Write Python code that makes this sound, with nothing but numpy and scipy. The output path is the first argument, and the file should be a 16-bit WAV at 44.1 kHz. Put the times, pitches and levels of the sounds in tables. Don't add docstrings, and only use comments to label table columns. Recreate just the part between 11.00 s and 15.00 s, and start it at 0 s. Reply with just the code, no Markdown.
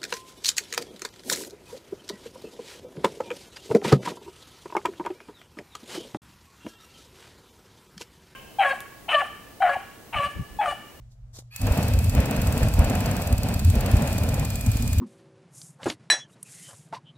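import sys
import numpy as np
from scipy import signal
from scipy.fft import rfft, irfft
from scipy.io import wavfile
from scipy.ndimage import uniform_filter1d

SR = 44100
rng = np.random.default_rng(int(sys.argv[2]) if len(sys.argv) > 2 else 0)


def wrap_up_sound(samples):
    columns = np.atleast_2d(samples).T
    tamed = np.clip(columns, -1, 1)
    steps = np.round(tamed * 32767).astype(np.int16)
    wavfile.write(sys.argv[1], SR, steps)


def natural_amplitude(level_db):
    exponent = np.asarray(level_db, float) / 20
    return 10 ** exponent


N = 176400
TIME_S = np.arange(N) / SR
FREQ_HZ = np.maximum(np.arange(N // 2 + 1) * SR / N, 1)
RIGHT_LAG_S = 0.000091
BASS_WIDTH, TREBLE_WIDTH = 0.059, 1


def level(x, db):
    return x * natural_amplitude(db) / np.sqrt(np.mean(x ** 2))


def curve(points):
    hz, db = np.array(points, float).T
    gain_db = np.interp(np.log(FREQ_HZ), np.log(np.maximum(hz, 1)), db, left=-80, right=-80)
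    return natural_amplitude(gain_db)


def walk(rate_hz):
    hold = int(SR / rate_hz)
    steps = np.repeat(rng.standard_normal(N // hold + 1), hold)
    return 1.52 * uniform_filter1d(uniform_filter1d(steps, hold), hold)[:N]


def eddies(rate_hz, spread_db):
    size = natural_amplitude(spread_db * rng.exponential(size=N))
    return rng.standard_normal(N) * size * (rng.random(N) < rate_hz / SR)


def turbulent(source, spectrum, shared_db, own_db, flicker_hz, alike_hz):
    rise = 1 / np.sqrt(1 + (alike_hz / FREQ_HZ) ** 2)
    width = np.clip(BASS_WIDTH + (TREBLE_WIDTH - BASS_WIDTH) * rise, 0, 1)
    mid = np.sqrt(1 - width ** 2) * rfft(level(source, 0))
    lagged = mid * np.exp(-2j * np.pi * FREQ_HZ * RIGHT_LAG_S)
    side = width * rfft(rng.standard_normal((2, N)))
    pair = curve(spectrum) * (np.array([mid, lagged]) + side)

    out, shared = 0, walk(flicker_hz)
    low_octave, high_octave = np.floor(np.log2(spectrum[0][0])), np.log2(spectrum[-1][0])
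    for hz in 2 ** np.arange(low_octave, high_octave + 1):
        band = np.cos(np.pi / 2 * np.clip(np.log2(FREQ_HZ / hz), -1, 1)) ** 2
        flicker_db = shared_db * shared + own_db * walk(flicker_hz * 1.7)
        out = out + irfft(pair * band, N) * natural_amplitude(flicker_db)
    return level(out, 0)


def ring(hz, t60_s, length_s):
    t = TIME_S[:int(length_s * SR)]
    return np.sin(2 * np.pi * hz * t) * np.exp(-np.log(1000) * t / t60_s)


def add(out, sound, at_s):
    i = int(at_s * SR)
    out[..., i:i + sound.shape[-1]] += sound[..., :N - i]


# (frequency [Hz], relative density [dB per Hz])
NIGHT_SPECTRUM = [(15, -14), (25, -3.5), (45, -2), (80, -7), (130, -9.5), (160, -25), (240, -28),
                  (350, -44), (650, -33), (900, -40.5), (2400, -48), (4000, -48.5), (7500, -49),
                  (10000, -58), (16500, -66)]
NIGHT_DB, HUM_HZ, HUM_DB = -49.5, 118.6, -51


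def night():
    air = natural_amplitude(NIGHT_DB) * turbulent(rng.standard_normal(N), NIGHT_SPECTRUM, .8, 1.7, 8, 500)
    hum_gain = np.sqrt(2) * natural_amplitude(HUM_DB + 1.3 * walk(14))
    hum_phase = 2 * np.pi * np.cumsum(HUM_HZ + 0.74 * walk(6.3)) / SR
    return air + hum_gain * np.sin(hum_phase)


# (time [s], level [dB])
RUSTLE_LEVEL = [(0.06, -89), (0.092, -88), (0.12, -63), (0.17, -90), (0.32, -93), (0.336, -57.5),
                (0.37, -45), (0.382, -52), (0.392, -45.5), (0.428, -71), (0.472, -78), (0.476, -73),
                (0.5, -87)]
# (frequency [Hz], relative density [dB per Hz])
CLOTH_SPECTRUM = [(180, -24), (300, -17), (513, -10), (729, -13), (1270, -18), (2610, -25), (3770, -11.5),
                  (7250, -8), (8580, -15), (14200, -22), (16500, -42)]
# (time [s], level of the body mode [dB], body mode [Hz])
TRIGGER_CLICKS = [(.364, -49, 890), (.388, -30.5, 300), (0.423, -48, 600)]


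def grip():
    s, db = np.array(RUSTLE_LEVEL).T
    cloth = turbulent(eddies(6000, 3.0), CLOTH_SPECTRUM, 0.8, 1.2, 60, 5000)
    out = cloth * natural_amplitude(np.interp(TIME_S, s, db, left=-120, right=-120))
    for at_s, db, hz in TRIGGER_CLICKS:
        click = ring(hz, 0.0085, .05) + .5 * ring(7200, 0.0047, .05) + .2 * ring(3600, 0.0097, .05)
        add(out, natural_amplitude(db) * click, at_s)
    return out


# (delay [s], relative level [dB])
TICK_REBOUNDS = [(0, 2.5), (.0019, -2.5), (.0037, 1), (.0053, 0)]
# (frequency [Hz], relative level [dB], t60 [s])
TICK_RING_MODES = [(1830, -34, 0.0096), (2540, -9, 0.0089), (4580, -3, 0.0058), (6550, -12, 0.019),
                   (7020, -8.5, 0.0089), (7670, -9.5, 0.01), (8270, -2.5, 0.0048), (9300, -35, 0.0033),
                   (11140, -22, 0.011), (12700, -7, 0.0039), (14400, -9, 0.0045), (15500, -20, .004)]
TICK_FIRST_S, TICK_PERIOD_S = .5617, .053472
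TICK_GAIN_DB, TICK_SCATTER_DB, TICK_COLOUR_DB = -27.5, 1.9, 1.8


def igniter():
    at = (np.arange(TICK_FIRST_S, N / SR, TICK_PERIOD_S) * SR).astype(int)
    ear_lag = np.array([[0], [int(RIGHT_LAG_S * SR)]])
    scatter_db = TICK_SCATTER_DB * rng.standard_normal((len(at), 1 + len(TICK_REBOUNDS)))
    ringing = np.zeros((2, N))
    for hz, db, t60_s in TICK_RING_MODES:
        blows, drift = np.zeros((2, N)), walk(2.666)[at]
        for k, (lag_s, lag_db) in enumerate(TICK_REBOUNDS):
            jitter = rng.integers(0, 9, len(at))
            place = np.minimum(at + int(lag_s * SR) + jitter + ear_lag, N - 1)
            colour_db = TICK_COLOUR_DB * (drift + 1.2 * rng.standard_normal((2, len(at))))
            gain = natural_amplitude(db + lag_db + scatter_db[:, 0] + scatter_db[:, k + 1] + colour_db)
            np.put_along_axis(blows, place, gain, axis=1)
        ringing += signal.fftconvolve(blows, ring(hz, t60_s, .04)[None], axes=1)[:, :N]

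    since_s = (TIME_S - TICK_FIRST_S) % TICK_PERIOD_S
    decay = np.exp(-since_s / 0.0026) + 0.21 * np.exp(-since_s / 0.0054)
    gate = (TIME_S > TICK_FIRST_S) * decay
    colour = curve([(2000, -11), (6000, -5), (8000, 3), (10500, -6), (13500, 0.0), (16800, 0.5)])
    crack = irfft(rfft(rng.standard_normal((2, N))) * colour, N)
    return natural_amplitude(TICK_GAIN_DB) * (.5 * ringing + level(crack, -1) * gate)


# (time [s], commutator rate [Hz], share by which the gear tone at 5.6 replaces 5.83 and 6 [1])
PUMP_RUN = [(.505, 400, .1), (.545, 432, .1), (.62, 437, .1), (1.5, 436, .15), (2.8, 434.6, .35),
            (3.15, 434, .95), (4, 433.7, 1.1)]
# (multiple of commutator rate [1], rms before gear weight and motor envelope [dB])
WHINE_PARTIALS = [(3, -66), (4, -61.5), (5, -68), (5.6, -49), (5.83, -55), (6, -52.5), (7, -66), (8, -62),
                  (10.4, -82), (12, -73), (27, -69)]
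# (frequency [Hz], width [Hz], rms before motor envelope [dB])
CASING_MODES = [(1860, 90, -69.5), (2534, 420, -55.5), (4430, 200, -53.5), (5060, 200, -77),
                (6250, 250, -69), (11600, 430, -61)]
# (frequency [Hz], relative density [dB per Hz])
HISS_SPECTRUM = [(600, 0.5), (1500, -4), (2500, -1.5), (4400, -1.5), (5000, 0.5), (5300, -2), (6500, -4),
                 (7500, 0), (9500, -3), (10600, -5.5), (11600, -2), (12300, -3), (13500, -3.5), (15000, -6),
                 (15600, -10), (17000, 4.5)]
PUMP_ON_S, PUMP_RISE_S, SPRAY_RISE_S = 0.5046, 0.059, 0.051
START_LOAD_DB, START_LOAD_S = 9, .08
HISS_DB, WHINE_WAVER_DB = -42, 1.1


def pump_and_spray():
    s, hz, share = np.array(PUMP_RUN).T
    since_s = np.clip(TIME_S - PUMP_ON_S, 0, None)
    start_load = natural_amplitude(START_LOAD_DB * np.exp(-since_s / START_LOAD_S))
    motor = (1 - np.exp(-since_s / PUMP_RISE_S)) * start_load
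    phase = 2 * np.pi * np.cumsum(np.interp(TIME_S, s, hz) + 0.33 * walk(20)) / SR
    gear = np.interp(TIME_S, s, share)

    body = 0
    for multiple, db in WHINE_PARTIALS:
        if 5.5 < multiple < 5.7:
            weight = gear
        elif 5.7 < multiple < 6.1:
            weight = 1.25 - gear
        else:
            weight = .6 + .5 * gear
        gain = np.sqrt(2) * natural_amplitude(db + WHINE_WAVER_DB * walk(20))
        body = body + weight * gain * np.sin(multiple * phase)
    shake = rfft(rng.standard_normal(N))
    for hz, width_hz, db in CASING_MODES:
        resonance = 1 / (1 + (2 * (FREQ_HZ - hz) / width_hz) ** 2)
        body = body + level(irfft(shake * resonance, N), db)
    pump = motor * np.array([body, np.roll(body, int(RIGHT_LAG_S * SR))])

    hiss = turbulent(rng.standard_normal(N), HISS_SPECTRUM, 1.0, 0.68, 15, 1670)
    spray = (1 - np.exp(-since_s / SPRAY_RISE_S)) ** 2
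    return pump + spray * natural_amplitude(HISS_DB) * hiss


# (time [s], fireball rumble before RUMBLE_GAIN_DB [dB], roar of the jet on the logs before ROAR_GAIN_DB [dB])
FLAME_LEVEL = [(0.56, -66, -69), (0.61, -23, -48), (0.68, -18, -29.5), (0.7, -22, -34.5),
               (0.81, -27.5, -31), (1.04, -16, -42), (1.11, -25, -46), (1.15, -18, -34), (1.18, -17.5, -31),
               (1.28, -29, -31.5), (1.59, -21, -34.5), (1.63, -18.5, -30.5), (1.75, -25.5, -40.5),
               (1.8, -14.5, -29.5), (1.84, -21.5, -31.5), (2.16, -26, -32.5), (2.26, -25.5, -37),
               (2.33, -16, -36), (2.37, -23, -40.5), (2.5, -22.5, -33), (2.6, -23, -41.5),
               (2.69, -18, -46.5), (2.73, -20, -39.5), (2.76, -24, -33.5), (3.03, -26, -31.5),
               (3.2, -26.5, -36.5), (3.42, -20.5, -35), (3.48, -26.5, -41.5), (3.66, -21.5, -44),
               (3.69, -15, -42), (3.73, -23.5, -45.5), (3.87, -18.5, -45), (3.92, -24, -47.5),
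               (4.0, -17, -51)]
# (frequency [Hz], relative density [dB per Hz])
RUMBLE_SPECTRUM = [(11, -34), (18, -16), (43, 1), (86, 5), (104, 4), (150, -15), (241, -8.5), (363, -36),
                   (420, -29.5), (550, -53), (920, -120)]
# (frequency [Hz], relative density [dB per Hz])
ROAR_SPECTRUM = [(76, -37), (130, 2.5), (145, 0), (243, -2.5), (369, -19), (399, -14.5), (616, -9.5),
                 (949, -18.5), (1190, -24), (1440, -22.5), (2150, -26), (2520, -23), (3320, -31),
                 (4720, -37), (6000, -36.5), (7800, -67), (13200, -120)]
# (centre [s], level before THUMP_GAIN_DB [dB], pitch [Hz], Gaussian width [cycles])
LOW_THUMPS = [(.24, -28.5, 46, 1), (.716, -4, 55, 0.65), (1.036, -9.5, 84.8, 4.2), (1.195, -3, 75.5, 0.72),
              (1.636, -7.5, 83, .8), (1.797, 2, 84.5, 0.7), (2.335, -3.5, 70, 1.05), (2.679, -5, 86.5, 2.7),
              (2.785, -5.5, 54.4, 0.92), (2.976, -5.5, 61.4, 0.43), (3.412, -12, 101, 0.51),
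              (3.69, 0.5, 85, 0.78), (3.986, -6.5, 84.6, 1.27)]
RUMBLE_GAIN_DB, ROAR_GAIN_DB, THUMP_GAIN_DB = -0.5, 6, -8
RUMBLE_EDDIES_HZ, ROAR_EDDIES_HZ = 900, 9000
LIGHT_S, THUMP_HALF_S = 0.043, .08


def flame_and_thumps():
    s, rumble_db, roar_db = np.array(FLAME_LEVEL).T
    lit = np.clip((TIME_S - s[0]) / LIGHT_S, 0, 1)
    rumble = turbulent(eddies(RUMBLE_EDDIES_HZ, 2.64), RUMBLE_SPECTRUM, 0.98, 1.13, 15, 2500)
    roar = turbulent(eddies(ROAR_EDDIES_HZ, 2.04), ROAR_SPECTRUM, 0.34, 1.0, 25.02, 2330)
    rumble = rumble * natural_amplitude(np.interp(TIME_S, s, rumble_db) + RUMBLE_GAIN_DB)
    roar = roar * natural_amplitude(np.interp(TIME_S, s, roar_db) + ROAR_GAIN_DB)
    out = lit * (rumble + roar)
    for at_s, db, hz, width_cycles in LOW_THUMPS:
        cycle = (TIME_S[:int(2 * THUMP_HALF_S * SR)] - THUMP_HALF_S) * hz
        thump = np.sin(2 * np.pi * cycle) * np.exp(-(cycle / width_cycles) ** 2)
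        add(out, natural_amplitude(db + THUMP_GAIN_DB) * thump, at_s - THUMP_HALF_S)
    return out


def scene():
    return night() + grip() + igniter() + pump_and_spray() + flame_and_thumps()


def band_limit(x):
    return signal.sosfilt(signal.butter(12, 16640, fs=SR, output="sos"), x)


# (frequency [Hz], left minus right [dB])
PORT_BALANCE = [(60, -0.5), (110, 0.5), (200, -2), (380, 4), (700, -1), (1290, 5.5), (2380, -2),
                (4400, 0.5), (8120, 0.5), (15000, -1)]
TOP_HZ = 15900


def record(dry):
    balance = [(1, 0)] + [p for p in PORT_BALANCE if p[0] > 1] + [(SR, 0)]
    tilt = np.sqrt(curve(balance))
    top = curve([(1, 0), (TOP_HZ - 150, 0), (TOP_HZ + 100, -18), (16600, -24), (16800, -70), (SR, -80)])
    ports = np.roll(irfft(top * np.array([tilt, 1 / tilt]), N), N // 2, axis=1)
    mix = signal.fftconvolve(dry, ports, axes=1)[:, N // 2:N // 2 + N]
    return band_limit(mix)


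dry = scene()
out = record(dry)
wrap_up_sound(out)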